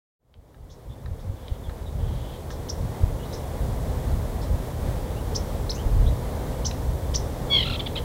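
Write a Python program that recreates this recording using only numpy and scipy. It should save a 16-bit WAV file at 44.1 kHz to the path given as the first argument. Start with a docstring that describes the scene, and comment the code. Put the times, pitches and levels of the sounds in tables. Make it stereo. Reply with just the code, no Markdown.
"""Among trees, far from a road. A nuthatch forages on a limb: short two-voiced chips from both sides
of its syrinx, taps on the bark, then a nasal note that breaks into a rattle. The canopy scatters each
call. Other birds whistle faintly far off. Traffic rumbles under a wide hiss. Low swells and bumps reach
the microphone, from handling early on and from breeze. Everything fades in over the first seconds."""
import sys
import numpy as np
from scipy import signal
from scipy.fft import rfft, irfft, next_fast_len
from scipy.io import wavfile
from scipy.ndimage import map_coordinates

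SR = 44100
rng = np.random.default_rng(int(sys.argv[2]) if len(sys.argv) > 2 else 0)


def log_audio(samples):
    """Write samples as a 16-bit WAV file to the path given in sys.argv[1]."""
    # one column per channel
    frames = np.atleast_2d(samples).T
    # limit to full scale, then quantise
    limited = np.clip(frames, -1, 1)
    pcm = np.round(limited * 32767).astype(np.int16)
    wavfile.write(sys.argv[1], SR, pcm)


N = 354563
T = np.arange(N) / SR

# hiss common to both channels: (frequency [Hz], density [dB])
HISS_MID_SPECTRUM = [(300, -7), (2500, -5), (5000, 0), (8000, 1.5), (15500, -0.5)]
# hiss opposed between channels: (frequency [Hz], density [dB])
HISS_SIDE_SPECTRUM = [(100, -8), (330, 9), (700, 6), (2800, -3), (6000, 0), (15500, 1)]
# far road: (frequency [Hz], density [dB])
ROAD_SPECTRUM = [(100, -9.5), (200, -1.5), (330, -2.5), (500, 1.5), (700, -4.5), (950, -7.5), (1400, -17.5),
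                 (2000, -19.5), (2700, -27), (3500, -23), (5000, -29.5), (9000, -33.5)]
# far engine: (frequency [Hz], level [dB])
ENGINE_PARTIALS = [(81, -39.5), (123, -39.5), (155, -44.5), (249, -53)]
# low rumble on the microphone: (frequency [Hz], density [dB])
RUMBLE_SPECTRUM = [(12, -39), (24, -9), (38, 4.5), (59, 4), (91, -0.5), (123, -4), (178, -14), (260, -20.5),
                   (500, -69)]
# swells of the rumble: (crest [s], half length [s], level [dB])
RUMBLE_SWELLS = [(0.383, 0.023, -16.5), (0.673, 0.072, -23), (0.896, .05, -19.5), (1.092, 0.11, -19),
                 (1.28, 0.08, -19), (1.998, 0.25, -20), (2.846, .06, -22), (3.104, 0.08, -23.5),
                 (3.91, 0.54, -26.5), (4.524, 0.038, -20), (5.3, 0.88, -33), (5.986, 0.16, -21),
                 (6.605, 0.49, -31)]
# heavy bumps: (time [s], frequency [Hz], level [dB])
RUMBLE_BUMPS = [(1.118, 80, -9), (1.302, 79.5, -12), (1.522, 73, -9), (1.688, 81.4, -14), (3.039, 85, -5),
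                (5.866, 70.4, -13), (5.969, 77, -9.5), (6.001, 65, -14), (6.072, 50.5, -13)]
# far slurs: (start [s], length [s], start pitch [Hz], end pitch [Hz], level [dB])
FAR_WHISTLES = [(0.886, 0.056, 3300, 3650, -42), (1.628, .05, 3650, 3150, -45),
                (1.855, 0.035, 3900, 3520, -43.5), (3.182, .06, 2880, 2980, -50),
                (3.216, .048, 3050, 4100, -49), (5.047, 0.094, 3050, 4040, -55.5),
                (5.14, 0.056, 2400, 3050, -50), (5.747, 0.072, 2350, 3480, -47.5),
                (6.057, .031, 3050, 4220, -41)]
# far trills: (start [s], length [s], pitch [Hz], level [dB])
FAR_TRILLS = [(1.349, 0.22, 3420, -45), (1.971, 0.402, 3350, -44)]
# hollow under the bark: (frequency [Hz], bandwidth [Hz], level [dB])
HOLLOW_MODES = [(1320, 65, 6), (1635, 53, 4), (1805, 57, 3.5)]
# snapping flake: (frequency [Hz], bandwidth [Hz], level [dB])
FLAKE_MODES = [(2460, 1100, 3), (3150, 390, 0.5), (3790, 480, 10), (4820, 400, -33)]
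# taps on the bark: (time [s], level [dB], knock gain [dB])
BARK_TAPS = [(.341, -18.5, -16), (.545, -24.5, 9), (1.06, -23.5, 7), (1.482, -21, -16), (1.696, -25, 8),
             (1.828, -30.5, -12), (2.505, -24.5, 9), (6.712, -23.5, -24), (7.148, -23.5, -9)]
# one chip: (position [0-1], lower voice [Hz], lower level [dB], upper voice [Hz], upper level [dB])
CHIP_CONTOUR = [(0, 2850, -19, 4650, -17), (.14, 3150, -5, 5300, -18), (.32, 4250, -10, 6000, -7.5),
                (.46, 4900, -9, 6450, -8), (.6, 5360, -4, 6900, -18), (.76, 6080, -8, 7450, -17),
                (.87, 5140, -12, 7350, -22), (1, 3500, -11, 6800, -45)]
# chips: (start [s], length [s], level [dB], upper voice gain [dB], lower voice tilt [dB/kHz],
# silent lead [0-1], echo gain [dB])
CHIP_CALLS = [(0.69, 0.037, -44.5, 3, -2, 0.11, 9.5), (1.19, 0.026, -47.5, -2, -4.5, 0.13, 2),
              (2.496, 0.026, -43, -1, -0.5, 0.13, 6), (2.685, 0.024, -22.5, -6, 6, 0, -7.5),
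              (3.318, 0.037, -37.5, -1, -0.5, 0.17, 0), (4.408, 0.024, -46, -8, -7, 0.32, 4.5),
              (5.346, 0.027, -20.5, -3, 6, 0.025, -9.5), (5.688, .031, -23.5, -14, -2, 0.2, -10),
              (5.74, 0.025, -48, 14, 1, 0.18, 2), (6.646, .030, -22, 0, 4.5, 0, -6.5),
              (7.138, 0.032, -18.5, -4.5, 5.5, 0.024, -8.5)]
# throat and bill: (frequency [Hz], gain [dB])
THROAT_RESPONSE = [(1100, -26.5), (1450, -11.5), (2100, -17), (2800, -10.5), (3300, 0), (3550, -4),
                   (4000, -10.5), (4480, -17), (5550, -34), (6600, -39), (10000, -58)]
# rattle: (crest [s], rise [s], crest pitch [Hz], level [dB])
RATTLE_SYLLABLES = [(7.657, 0.0094, 1363, -27.5), (7.677, 0.0095, 1395, -26), (7.702, 0.007, 1420, -27),
                    (7.727, .008, 1400, -26.5), (7.750, 0.0092, 1376, -28), (7.799, 0.0053, 1168, -28),
                    (7.864, 0.0036, 1186, -29.5), (7.958, .0033, 1304, -27), (7.979, 0.009, 1076, -30.5)]


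def amp(db):
    """Decibels to gain."""
    return 10 ** (np.asarray(db) / 20)


def unit_rms(x):
    """Scale to rms 1."""
    return x / np.sqrt(np.mean(x ** 2) + 1e-20)


def gain_at(spectrum, hz):
    """Gain from (frequency [Hz], level [dB]) points on a log axis."""
    points_hz, points_db = np.transpose(spectrum)
    return amp(np.interp(np.log(hz + 1), np.log(points_hz + 1), points_db))


def curves(rows, at):
    """Later columns, interpolated along the first."""
    position, *columns = np.transpose(rows)
    return [np.interp(at, position, column) for column in columns]


def wobble(knots_per_s, size=N):
    """Smooth random curve."""
    knots = rng.standard_normal(int(size * knots_per_s / SR) + 4)
    return map_coordinates(knots, [np.arange(size) * knots_per_s / SR])


def filtered(x, response):
    """Apply a gain given as a function of frequency."""
    size = next_fast_len(N + SR // 2)
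    return irfft(rfft(x, size) * response(np.fft.rfftfreq(size, 1 / SR)), size)[..., :N]


def noise(spectrum):
    """Shaped noise, rms 1."""
    return unit_rms(filtered(rng.standard_normal(N), lambda hz: gain_at(spectrum, hz)))


def tone(hz):
    """Sine on a pitch curve, rms 1."""
    return np.sqrt(2) * np.sin(2 * np.pi * (np.cumsum(hz) / SR + rng.random()))


def gate(size, edge_s):
    """Window with soft edges."""
    t = np.arange(size) / SR
    return np.sin(np.pi / 2 * np.clip(np.minimum(t, t[::-1]) / edge_s, 0, 1)) ** 2


def add(track, start_s, sound):
    """Mix a sound into a track."""
    rest = track[max(round(start_s * SR), 0):]
    rest[:len(sound)] += sound[:len(rest)]


def canopy(x, near_t60_s, far_t60_s, far_db):
    """Quick echo off near limbs, weak long echo off farther trees."""
    t = np.arange(SR // 2) / SR
    decay = amp(-60 * t / near_t60_s) + amp(far_db - 60 * t / far_t60_s)
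    tail = rng.standard_normal(len(t)) * decay * gate(len(t), edge_s=0.006)
    return signal.fftconvolve(x, tail / np.linalg.norm(tail))[:N]


def hiss(level_db=-51, side_db=-4.5):
    """Steady hiss, the only stereo layer."""
    mid = noise(HISS_MID_SPECTRUM)
    side = amp(side_db) * noise(HISS_SIDE_SPECTRUM)
    return amp(level_db) * np.array([mid + side, mid - side])


def traffic(road_db=-36, exhaust_db=-45, engine_gain_db=-0.5, nearing_db_per_s=0.1256):
    """Far road wash, plus drone and exhaust of a slowly nearing engine."""
    wash = amp(road_db + 0.75 * wobble(9)) * noise(ROAD_SPECTRUM)
    drone = sum(amp(db + 1.15 * wobble(2.6)) * tone(hz * (1 + 0.0117 * wobble(5)))
                for hz, db in ENGINE_PARTIALS)
    exhaust_spectrum = [(100, -17), (200, 1), (290, -2.5), (600, -41), (2000, -70)]
    exhaust = amp(exhaust_db + 1.3 * wobble(3)) * noise(exhaust_spectrum)
    return wash + amp(engine_gain_db + nearing_db_per_s * T) * (drone + exhaust)


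def microphone_rumble(floor_db=-31.5, flutter_db=2.04):
    """Low swells and bumps, from handling early on and from breeze."""
    swell_power = sum(amp(db) ** 2 * np.exp(-2 * ((T - crest_s) / half_s) ** 2)
                      for crest_s, half_s, db in RUMBLE_SWELLS)
    strength = np.sqrt(amp(floor_db) ** 2 + swell_power)
    out = strength * amp(flutter_db * wobble(9)) * noise(RUMBLE_SPECTRUM)
    for time_s, hz, db in RUMBLE_BUMPS:
        cycles = np.arange(-2, 2, hz / SR)
        push = -cycles * np.exp(-(np.pi * cycles) ** 2)  # pressure rises, then swings under
        add(out, time_s - 2 / hz, amp(db) * push / push.max())
    return out


def far_birds(trill_rate_hz=24, swell_db_per_s=14,
              strays_per_s=2.7, stray_s=0.061, stray_hz=3400, spread_hz=347, stray_db=-60):
    """Slurs, fainter random strays and swelling trills from other trees; mostly echo."""
    slurs, trills, strays = np.zeros(N), np.zeros(N), []
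    for draw in rng.random((int(strays_per_s * N / SR), 3)):
        from_hz, to_hz = stray_hz + spread_hz * (2 * draw[1:] - 1)
        strays.append((draw[0] * N / SR, stray_s, from_hz, to_hz, stray_db))
    for start_s, length_s, from_hz, to_hz, db in FAR_WHISTLES + strays:
        size = int(length_s * SR)
        pitch_hz = np.linspace(from_hz, to_hz, size) * (1 + 0.036 * wobble(1200, size))
        add(slurs, start_s, amp(db) * tone(pitch_hz) * gate(size, edge_s=length_s / 4))
    for start_s, length_s, hz, db in FAR_TRILLS:
        t = np.arange(int(length_s * SR)) / SR
        cycle = t * trill_rate_hz % 1
        pitch_hz = hz * (1 + 0.08 * (0.5 - cycle) + 0.115 * wobble(3000, len(t)))
        swell_db = swell_db_per_s * (t - length_s / 2)
        pulses = np.sqrt(np.sin(np.pi * cycle)) * gate(len(t), edge_s=0.014)
        add(trills, start_s, amp(db + swell_db) * tone(pitch_hz) * pulses)
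    echo = canopy(slurs + trills, near_t60_s=0.083, far_t60_s=0.67, far_db=-20)
    return amp(-6) * slurs + amp(-3.5) * echo


def ring(modes, t):
    """Damped modes; levels vary per strike."""
    return sum(amp(db + rng.normal(0, 0.99)) * np.exp(-np.pi * width_hz * t) * np.sin(2 * np.pi * hz * t)
               for hz, width_hz, db in modes)


def taps(crumble_t60_s=0.014, knock_trim_db=-2, cutoff_hz=5800, echo_db=-10.5):
    """Bill and claws snap bark flakes and knock on the hollow beneath."""
    out, t = np.zeros(N), np.arange(SR // 16) / SR
    for time_s, db, knock_db in BARK_TAPS:
        crumble = rng.standard_normal(len(t)) * amp(-60 * t / crumble_t60_s)
        snap = unit_rms(signal.fftconvolve(crumble, ring(FLAKE_MODES, t))[:len(t)])
        knock = amp(knock_db + knock_trim_db) * unit_rms(ring(HOLLOW_MODES, t))
        tap = snap + knock
        add(out, time_s, amp(db) * tap / np.abs(tap).max())
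    out = filtered(out, lambda hz: 1 / (1 + (hz / cutoff_hz) ** 8))  # soft bark gives little treble
    return out + amp(echo_db) * canopy(out, near_t60_s=0.12, far_t60_s=0.43, far_db=-16)


def off_limb(sound, mean_delay_s=0.0007, limb_db=-12):
    """Voice plus its reflection off the perch, which notches the sweep."""
    lag = int(mean_delay_s * SR * (0.5 + rng.random()))
    reflection = amp(limb_db) * np.pad(sound, (lag, 0))[:len(sound)]
    return (sound + reflection) / np.hypot(1, amp(limb_db))


def chips(jitter=0.014, overtone_db=-23, rasp_db=-25, rasp_hz=7900):
    """Both sides of the syrinx sweep up, then the lower voice flicks down."""
    direct, scattered = np.zeros(N), np.zeros(N)
    for start_s, length_s, db, upper_gain_db, tilt_db_per_khz, silent_lead, echo_db in CHIP_CALLS:
        size = int(length_s * SR)
        progress = np.linspace(0, 1, size)
        lower_hz, lower_db, upper_hz, upper_db = curves(CHIP_CONTOUR, progress)
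        tilt_db = tilt_db_per_khz * (lower_hz - 5400) / 1000
        fundamental = tone(lower_hz * (1 + jitter * wobble(490, size)))
        overtone = amp(overtone_db + 20 * (0.4162 - progress)) * tone(2 * lower_hz)
        lower = amp(lower_db + tilt_db) * (fundamental + overtone)
        upper = amp(upper_db + upper_gain_db) * tone(upper_hz * (1 + jitter * wobble(490, size)))
        rasp = amp(rasp_db + upper_db) * wobble(2500, size) * tone(np.full(size, rasp_hz))
        envelope = np.clip((progress - silent_lead) / 0.052, 0, 1) * gate(size, edge_s=0.00032)
        chip = amp(db + 0.45 * wobble(530, size)) * (lower + upper + rasp) * envelope
        add(direct, start_s, off_limb(chip))
        add(scattered, start_s, amp(echo_db) * chip)
    return direct + canopy(scattered, near_t60_s=0.12, far_t60_s=0.76, far_db=-19)


def nasal_voice(pitch_hz, jitter, harmonics=8):
    """Harmonics shaped by throat resonances; unsteady cycles add rasp."""
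    size = len(pitch_hz)
    pitch_hz = pitch_hz * (1 + jitter * wobble(900, size))
    stack = np.zeros(size)
    for k in range(1, harmonics + 1):
        harmonic = gain_at(THROAT_RESPONSE, k * pitch_hz) * tone(k * pitch_hz)
        stack += harmonic * (1 + 17 * jitter * wobble(1500, size))
    return stack * gate(size, edge_s=0.0005)


def quavering_note(start_s=7.496, length_s=0.148, start_hz=1122, sag_hz=185.5,
                   level_db=-18, attack_s=0.036, hold_s=0.031, fade_db_per_s=132,
                   crest_s=7.518, quaver_hz=63.5, slowing_hz_per_s=190, depths=(0.015, 0.067)):
    """Sagging nasal note; its quaver slows, deepens and turns raspy."""
    out, t = np.zeros(N), np.arange(int(length_s * SR)) / SR
    progress = t / length_s
    pitch_hz = start_hz - sag_hz * progress ** 2
    depth = depths[0] + (depths[1] - depths[0]) * progress ** 1.4
    age_s = start_s + t - crest_s
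    quaver = depth * np.cos(2 * np.pi * (quaver_hz * age_s - slowing_hz_per_s * age_s ** 2 / 2))
    voice = nasal_voice(pitch_hz * (1 + quaver), jitter=0.37 * np.maximum(depth - 0.012, 0))
    attack = np.minimum(t / attack_s, 1)
    db = level_db - fade_db_per_s * np.maximum(t - attack_s - hold_s, 0)
    add(out, start_s, attack * amp(db + 75 * quaver) * voice)  # pitch crests are louder
    return out


def rattle(fall_s=0.0135, rise_sag=0.2, fall_sag=0.308, taper_db=6):
    """Separate raspy syllables, each arching in pitch and level."""
    out = np.zeros(N)
    for crest_s, rise_s, crest_hz, db in RATTLE_SYLLABLES:
        t = np.arange(-rise_s, fall_s, 1 / SR)
        off_crest = np.where(t < 0, t / rise_s, t / fall_s) ** 2
        sag = np.where(t < 0, rise_sag * (t / 0.0079) ** 2, fall_sag * off_crest ** 0.86)
        voice = nasal_voice(crest_hz * (1 - sag), jitter=0.014)
        flicker_db = 2 * wobble(800, len(t))
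        add(out, crest_s - rise_s, amp(db + flicker_db - taper_db * off_crest) * voice)
    return out


def scold(echo_db=-12):
    """Note, then rattle; tree echo fills the gaps between harmonics and syllables."""
    call = quavering_note() + rattle()
    return call + amp(echo_db) * canopy(call, near_t60_s=0.12, far_t60_s=0.8, far_db=-14)


def scene():
    """Rumble and birds centred inside the hiss."""
    return hiss() + traffic() + microphone_rumble() + far_birds() + taps() + chips() + scold()


def record(dry, fade_start_s=0.19, fade_full_s=3.8, band_limit_hz=15800):
    """Linear fade-in, then a sharp low-pass."""
    fade = np.clip((T - fade_start_s) / (fade_full_s - fade_start_s), 0, 1)
    return filtered(fade * dry, lambda hz: hz < band_limit_hz)


dry = scene()
out = record(dry)
log_audio(out)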